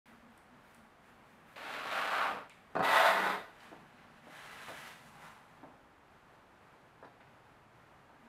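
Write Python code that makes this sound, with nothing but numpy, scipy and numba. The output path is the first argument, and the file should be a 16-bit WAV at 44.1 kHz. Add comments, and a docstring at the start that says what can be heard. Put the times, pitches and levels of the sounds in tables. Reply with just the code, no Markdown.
"""Scraping semolina on a wooden board

A steel scraper makes two close strokes in a quiet kitchen. Grains stick and slip under the blade,
hissing and driving the resonances of wood and steel; before the second stroke the blade lands and
bounces once. Light slides, soft bumps and ticks follow, over room noise and a faint wavering hum."""
import sys
import numpy as np
from scipy import signal
from scipy.fft import rfft, irfft, next_fast_len
from scipy.io import wavfile
from scipy.ndimage import uniform_filter1d
from numba import njit

SR = 44100
rng = np.random.default_rng(int(sys.argv[2]) if len(sys.argv) > 2 else 0)


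def pcm_store(signal):
    """Save signal as 16-bit PCM."""
    levels = np.round(np.clip(np.atleast_2d(signal), -1, 1) * 32767)
    wavfile.write(sys.argv[1], SR, levels.astype(np.int16).T)


N = 365148
T = np.arange(N) / SR
SIZE = next_fast_len(N + SR)
FREQ = np.arange(SIZE // 2 + 1) * SR / SIZE
START_S, TOP_HZ = .0575, 15550

# Levels in the tables are relative: each source applies its own gain.
# force of each stroke, as the level of its scraping: time_s, level_db
PUSH_FORCE = [(1.562, -49.5), (1.586, -49), (1.738, -42.5), (1.83, -43.5), (1.978, -35), (2.098, -36),
              (2.106, -34.5), (2.256, -33.5), (2.392, -45.5), (2.48, -61)]
DRAG_FORCE = [(2.828, -36), (2.842, -31), (2.888, -28), (2.974, -23.5), (3.044, -26.5), (3.06, -24.5),
              (3.188, -33), (3.312, -33), (3.53, -67)]
# broad spectrum of each source: frequency_hz, gain_db
PUSH_COLOUR = [(60, -34), (150, -26), (340, -19.5), (430, -10), (600, -2), (1000, -1.5), (1350, -1),
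               (1750, -2), (2350, -5.5), (3900, -12.5), (4800, -23.5), (6500, -29.5), (14000, -36),
               (15500, -44)]
DRAG_COLOUR = [(60, -54), (150, -22.5), (230, -19), (400, -12.5), (600, -0.5), (1000, -2.5), (1500, 1.5),
               (1900, -1.5), (2400, -11), (3900, -22.5), (5700, -31.5), (10000, -34.5), (13000, -35.5),
               (15500, -40.5)]
SLIDE_COLOUR = [(150, -21.5), (400, -10), (750, -5), (1400, 0.5), (1950, -3.5), (2600, -5), (3600, -12.5),
                (5000, -20.5), (11000, -22), (15000, -30)]
KNOCK_COLOUR = [(60, -34), (110, -10), (165, -7.5), (230, -8.5), (285, 2), (370, -2.5), (520, 1.5),
                (750, 4), (1000, -2), (1700, -1), (2200, -17), (3200, -18.5), (5000, -19), (14000, -21)]
RUSTLE_COLOUR = [(200, -22), (700, -3.5), (1700, 5.5), (3000, -5.5), (5500, -17), (9000, -15.5),
                 (13000, -17.5), (15500, -19)]
ROOM_COLOUR = [(10, -43), (25, -4.5), (60, -1.5), (130, 1), (220, 0.5), (310, -1.5), (500, -2), (820, 0.5),
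               (1500, -3), (2500, -11.5), (5500, -26), (12500, -31.5), (14500, -39)]
# resonances standing above those spectra: frequency_hz, width_hz, peak_db
BURIED_MODES = [(200, 5.7, 17), (285, 24, 9), (636, 6.4, 9), (783, 27, 7), (918, 30, 5), (1116, 26, 7.5),
                (1238, 42, 4.5), (1356, 18, 4), (1372, 11, 9.5), (1485, 10, 5), (1565, 23, -1)]  # board and blade, the edge buried in the heap
BOARD_MODES = [(191.6, 5.1, 18), (290, 71, 1.5), (327, 10, -4), (408, 11, 12), (663, 5.7, 11.5),
               (720, 53, 4), (821, 3.7, 14), (921, 15, 6), (905, 38, 11), (1021, 33, 6.5), (1055, 30, 8.5),
               (1200, 32, 4), (1279, 16, 10.5), (1444, 14, 6.5), (1490, 10, 4), (1800, 13, -16),
               (1830, 9.6, 8), (1965, 27, 9.5), (1970, 27, 8), (2140, 19, 6.5), (2570, 100, -1),
               (3670, 530, 10)]  # the same with the edge bare
BLADE_MODES = [(4870, 170, 1), (6000, 450, -0.5), (7600, 350, -5), (8950, 500, 0), (10600, 540, 1),
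               (12050, 220, 3.5), (12400, 450, -2), (12950, 250, -1), (14120, 400, 1)]  # high modes of the steel
SLIDE_MODES = [(604, 58, 3.5), (837, 46, 4), (1700, 130, 2.5), (2000, 36, 8), (2990, 100, -0.5),
               (3600, 58, -7), (4100, 140, 1)]  # faint modes under the light slide
# the blade lands and bounces: start_s, level_db
LANDINGS = [(2.753, -30.5), (2.794, -29.5)]
# modes of the held blade when struck: frequency_hz, level_db, t60_s
STEEL_RING = [(2480, 0, 0.092), (2590, -4, 0.091), (4150, -7, 0.053), (4520, -9, 0.046)]
# something light shoved over loose grains: start_s, length_s, level_db, relative_hiss_db
SHOVES = [(3.621, 0.057, -58, -12), (3.75, 1.8, -68, -13), (3.99, 0.045, -63.5, -26),
          (4.37, 0.29, -52.5, -11.5), (4.689, 0.21, -51.5, -9), (5.06, 0.018, -64.5, -2.5),
          (5.243, 0.036, -51.5, -13.5)]
# soft bumps on the board: start_s, level_db, cutoff_hz
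BUMPS = [(3.717, -48.5, 750), (3.729, -50, 800), (4.045, -60, 2000), (4.27, -50.5, 860),
         (4.684, -40.5, 705), (5.631, -46, 760), (7.027, -47.5, 1300), (7.046, -48.5, 2600),
         (7.203, -55, 2300), (8.094, -59.5, 1400)]
# small dry ticks: start_s, level_db, centre_hz, t60_s
TICKS = [(.377, -60, 8900, .018), (.7465, -51.5, 8350, 0.0083), (1.56, -44, 2270, 0.057),
         (2.4956, -51.5, 8000, 0.01), (2.497, -48.5, 2400, 0.19), (3.604, -54, 3200, .08),
         (3.665, -53, 2100, .07), (7.052, -64, 4000, .04), (7.206, -50.5, 2000, .08)]
# hand or blade brushes the powder: start_s, length_s, level_db
BRUSHES = [(.04, 0.046, -72.5), (.31, 0.058, -79), (.65, .12, -74), (1.06, .02, -74), (1.28, .04, -74.5),
           (1.49, 0.1, -71), (2.52, .06, -79), (2.79, .04, -68)]
# spells of low hum: start_s, length_s, level_db, pitch_hz
HUMS = [(.1, .2, -63.5, 236.3), (0.528, .05, -63.5, 232), (0.798, 0.059, -67.5, 235),
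        (1.05, .55, -70, 231.3), (1.2, 1.4, -75, 139), (3.628, 1.85, -70, 229), (3.688, 2, -70, 153.4),
        (7.003, 0.98, -72.5, 129.8), (8.2, .08, -68, 240)]


def scrape(force, colour, modes, grains_per_s, scatter_db, focus, from_hz, to_hz,
           clamp_db, load_db, rasp_db, hiss_db, heap_db, gain_db):
    """Stick-slip friction: grains catch under the blade; wood thrums and rings, steel rasps, grains hiss."""
    times_s, levels_db = np.transpose(force)
    level_db = np.interp(T, times_s, levels_db)
    start_s, end_s = times_s[0], times_s[-1]
    travel = np.interp(T, [start_s, end_s], [0, 1])
    contact = np.interp(T, [start_s - .005, start_s, end_s, end_s + .005], [0, 1, 1, 0])
    friction = grains(grains_per_s, scatter_db) * undb(-.37 * walk(110))
    vibration = body(friction, colour, modes)
    # the travelling edge favours different resonances
    favoured = sweep(vibration, from_hz + (to_hz - from_hz) * travel, q=1.3)
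    wood = unit(cut(vibration + focus * favoured, [470, 2400], "bandpass"))
    # force above clamp_db holds the board still: its thrum loses 1.63 dB per dB
    freedom = 1 / np.hypot(1, undb(1.63 * (level_db - clamp_db)))
    # the heap growing on the blade adds to the thrum and muffles the treble
    heap = travel ** 2
    thrum = freedom * undb(-9.5 + load_db * heap) * unit(cut(vibration, 407, "lowpass"))
    rasp = undb(rasp_db + heap_db * heap) * unit(cut(vibration, [2450, 5200], "bandpass"))
    hiss = undb(hiss_db + heap_db * heap) * unit(cut(vibration, 5840, "highpass"))
    return contact * undb(level_db + gain_db) * (wood + thrum + rasp + hiss)


def landings(slap_after_s=.012):
    """Impact excites free vibration: the edge strikes, then the flat; wood knocks and steel rings."""
    blows, thumps, steel = np.zeros((3, N))
    t = T[:SR // 4]
    ring = sum(undb(db) * np.sin(2 * np.pi * hz * t) * decay(t, t60_s) for hz, db, t60_s in STEEL_RING)
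    for s, db in LANDINGS:
        add(steel, s, undb(db - 27) * click(hz=7400, t60_s=.014))
        # the board gives under the weight
        add(thumps, s, undb(db + 14) * cut(burst(t60_s=.12), [131, 324], "bandpass", order=3))
        edge, flat = (s, 1960, -2, -22), (s + slap_after_s, 1460, 0, -15.5)
        for at_s, cutoff_hz, knock_db, ring_db in edge, flat:
            add(blows, at_s, undb(db + knock_db) * blow(cutoff_hz, t60_s=.11))
            add(steel, at_s, undb(db + ring_db) * ring)
    return board(blows) + thumps + steel


def slide(attack_s=.082, release_s=.057):
    """Sliding friction under a light load: loose grains hiss and the board barely stirs."""
    glide = swells([(s, length_s, db) for s, length_s, db, _ in SHOVES], attack_s, release_s)
    spray = swells([(s, length_s, db + hiss_db) for s, length_s, db, hiss_db in SHOVES],
                   attack_s, release_s)
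    friction = grains(per_s=14000, scatter_db=2.5) * undb(.9 * walk(45))
    vibration = body(friction, SLIDE_COLOUR, SLIDE_MODES)
    # towards its end the glide slows and its sound sinks
    slowing = np.interp(T, [4.95, 5.2], [0, 1])
    vibration += 2.6 * slowing * sweep(vibration, hz=np.full(N, 900.), q=2.2)
    wood = unit(cut(vibration, 4800, "lowpass"))
    hiss = unit(cut(vibration, 5200, "highpass"))
    return glide * undb(4 - 6.5 * slowing) * wood + spray * undb(-1.6) * hiss


def bumps():
    """Compliant impacts on the board: the softer the contact, the longer and duller the knock."""
    blows = np.zeros(N)
    for s, db, cutoff_hz in BUMPS:
        add(blows, s, undb(db) * blow(cutoff_hz, t60_s=.18 * (800 / cutoff_hz) ** .69))
    return board(blows)


def blow(cutoff_hz, t60_s):
    """Contact softness acts as a low-pass filter on a first push and the dense vibration after it."""
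    force = burst(t60_s)
    force[:5] += 2.02
    return cut(force, cutoff_hz, "lowpass", order=2)


def board(blows, gain_db=13, damped_db=7):
    """Forced response of the board, its resonances damped by a resting hand."""
    damped_modes = [(hz, width_hz, db - damped_db) for hz, width_hz, db in BOARD_MODES]
    return undb(gain_db) * body(blows, KNOCK_COLOUR, damped_modes)


def ticks():
    """Small dry contacts of tools and grains radiate brief transients."""
    out = np.zeros(N)
    for s, db, hz, t60_s in TICKS:
        add(out, s, undb(db) * click(hz, t60_s))
    return out


def click(hz, t60_s, gain_db=8):
    """An impact too light to move the board gives one bright, decaying band of noise."""
    band = cut(burst(t60_s), [hz / 1.24, min(hz * 1.16, TOP_HZ)], "bandpass", order=1)
    return undb(gain_db) * cut(band, min(hz * 1.74, TOP_HZ), "lowpass", order=3)


def rustle(gain_db=8):
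    """Countless tiny collisions in brushed powder merge into noise."""
    envelope = swells(BRUSHES, attack_s=.039, release_s=.08)
    powder = unit(body(grains(per_s=7000, scatter_db=1.5), RUSTLE_COLOUR))
    return undb(gain_db) * envelope * powder


def kitchen(x, wet_db, low_t60_s, high_t60_s):
    """Reverberation: hard nearby walls give a diffuse tail; lows and treble each have their own decay."""
    tail = cut(burst(low_t60_s), 5100, "lowpass", order=2)
    tail += cut(burst(high_t60_s), 2530, "highpass", order=2)
    tail *= np.clip(T[:len(tail)] / .0038 - 1, 0, 1)  # reflections arrive after the direct sound
    tail *= undb(wet_db) / np.sqrt(np.sum(tail ** 2))
    return (x + signal.fftconvolve(x, tail)[:N]) / np.sqrt(1 + undb(wet_db) ** 2)


def room_noise(level_db=-61.5):
    """Steady broadband noise of the room, with a slight flutter in level."""
    return undb(level_db - .7 * walk(11)) * unit(body(rng.standard_normal(N), ROOM_COLOUR))


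def hum(wavers_per_s=62):
    """Narrow low resonances come and go, randomly modulated in amplitude and phase."""
    out = np.zeros(N)
    in_phase, quadrature = walk(wavers_per_s), walk(wavers_per_s)
    for s, length_s, db, hz in HUMS:
        phase = 2 * np.pi * hz * T
        tone = unit(in_phase * np.cos(phase) + quadrature * np.sin(phase))
        out += undb(db) * swell(s, length_s, attack_s=.04, release_s=.06) * tone
        in_phase, quadrature = np.roll([in_phase, quadrature], SR, axis=1)  # each wavers in its own way
    return out


def grains(per_s, scatter_db):
    """Shot noise: tiny collisions of unequal size at random moments."""
    hits = rng.random(N) < per_s / SR
    return unit(hits * rng.standard_normal(N) * undb(scatter_db * rng.standard_normal(N)))


def burst(t60_s):
    """Dense vibration, modelled as exponentially decaying noise."""
    t = T[:SR // 3]
    return rng.standard_normal(len(t)) * decay(t, t60_s)


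def body(x, colour, modes=()):
    """Minimum-phase filter: a broad spectrum with resonance peaks standing out of it."""
    hz, db = np.transpose(colour)
    gain = undb(np.interp(np.log(FREQ + 1), np.log(hz), db))
    peaks = sum(undb(peak_db) ** 2 / (1 + (2 * (FREQ - mode_hz) / width_hz) ** 2)
                for mode_hz, width_hz, peak_db in modes)
    cepstrum = irfft(np.log(gain * np.sqrt(1 + peaks)), SIZE)
    # folding the cepstrum makes the response causal
    cepstrum[1:SIZE // 2] *= 2
    cepstrum[SIZE // 2 + 1:] = 0
    response = np.exp(rfft(cepstrum, SIZE))
    return irfft(rfft(x, SIZE) * response, SIZE)[:N]


@njit
def sweep(x, hz, q):
    """State-variable band-pass whose centre may move every sample."""
    y = np.empty(len(x))
    band_state, low_state = 0., 0.
    for i in range(len(x)):
        g = np.tan(np.pi * hz[i] / SR)
        band = (band_state + g * (x[i] - low_state)) / (1 + g * (g + 1 / q))
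        band_state = 2 * band - band_state
        low_state += 2 * g * band
        y[i] = band / q
    return y


def cut(x, hz, kind, order=4):
    """Butterworth filter."""
    return signal.sosfilt(signal.butter(order, hz, kind, fs=SR, output="sos"), x)


def walk(per_s):
    """Smooth random wander of rms 1."""
    hold = max(int(SR / per_s), 1)
    steps = np.repeat(rng.standard_normal(N // hold + 1), hold)
    return unit(uniform_filter1d(uniform_filter1d(steps, hold), hold)[:N])


def swell(s, length_s, attack_s, release_s):
    """Exponential envelope that rises to 1 at time s, holds and dies away."""
    return np.exp(-np.maximum(s - T, 0) / attack_s - np.maximum(T - s - length_s, 0) / release_s)


def swells(rows, attack_s, release_s):
    """Incoherent sum: overlapping envelopes add in power."""
    return np.sqrt(sum((undb(db) * swell(s, length_s, attack_s, release_s)) ** 2
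                       for s, length_s, db in rows))


def decay(t, t60_s):
    """Exponential fall of 60 dB in t60_s."""
    return np.exp(-np.log(1000) * t / t60_s)


def add(out, s, sound):
    """Superpose a sound at time s."""
    i = int(s * SR)
    out[i:i + len(sound)] += sound[:N - i]


def undb(db):
    """Decibels to gain."""
    return 10 ** (np.asarray(db) / 20)


def unit(x):
    """Scale to rms 1."""
    return x / np.sqrt(np.mean(x ** 2))


def scene():
    """Superposition of two close strokes, more reverberant light contacts and the room's background."""
    buried_blade = [(hz, width_hz, db - 4) for hz, width_hz, db in BLADE_MODES]  # the heap damps the steel
    push = scrape(PUSH_FORCE, PUSH_COLOUR, BURIED_MODES + buried_blade,
                  grains_per_s=9000, scatter_db=0, focus=1, from_hz=1900, to_hz=990,
                  clamp_db=-40, load_db=5, rasp_db=-7, hiss_db=-17.5, heap_db=-10.5, gain_db=-.86)
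    drag = scrape(DRAG_FORCE, DRAG_COLOUR, BOARD_MODES + BLADE_MODES,
                  grains_per_s=14000, scatter_db=2.5, focus=.95, from_hz=650, to_hz=1450,
                  clamp_db=-32.5, load_db=4, rasp_db=-12, hiss_db=-21, heap_db=-.5, gain_db=-.06)
    strokes = kitchen(push + drag, wet_db=-9, low_t60_s=.23, high_t60_s=.48)
    contacts = kitchen(slide() + landings() + bumps() + ticks() + rustle(),
                       wet_db=-3.5, low_t60_s=.51, high_t60_s=.52)
    return (strokes + contacts + room_noise() + hum())[None]


def record(dry):
    """Gating and band limiting: silence until START_S, and a steep cut above TOP_HZ."""
    lowpass = signal.ellip(10, .2, 70, TOP_HZ, fs=SR, output="sos")
    return signal.sosfilt(lowpass, dry * (T >= START_S))


dry = scene()
out = record(dry)
pcm_store(out)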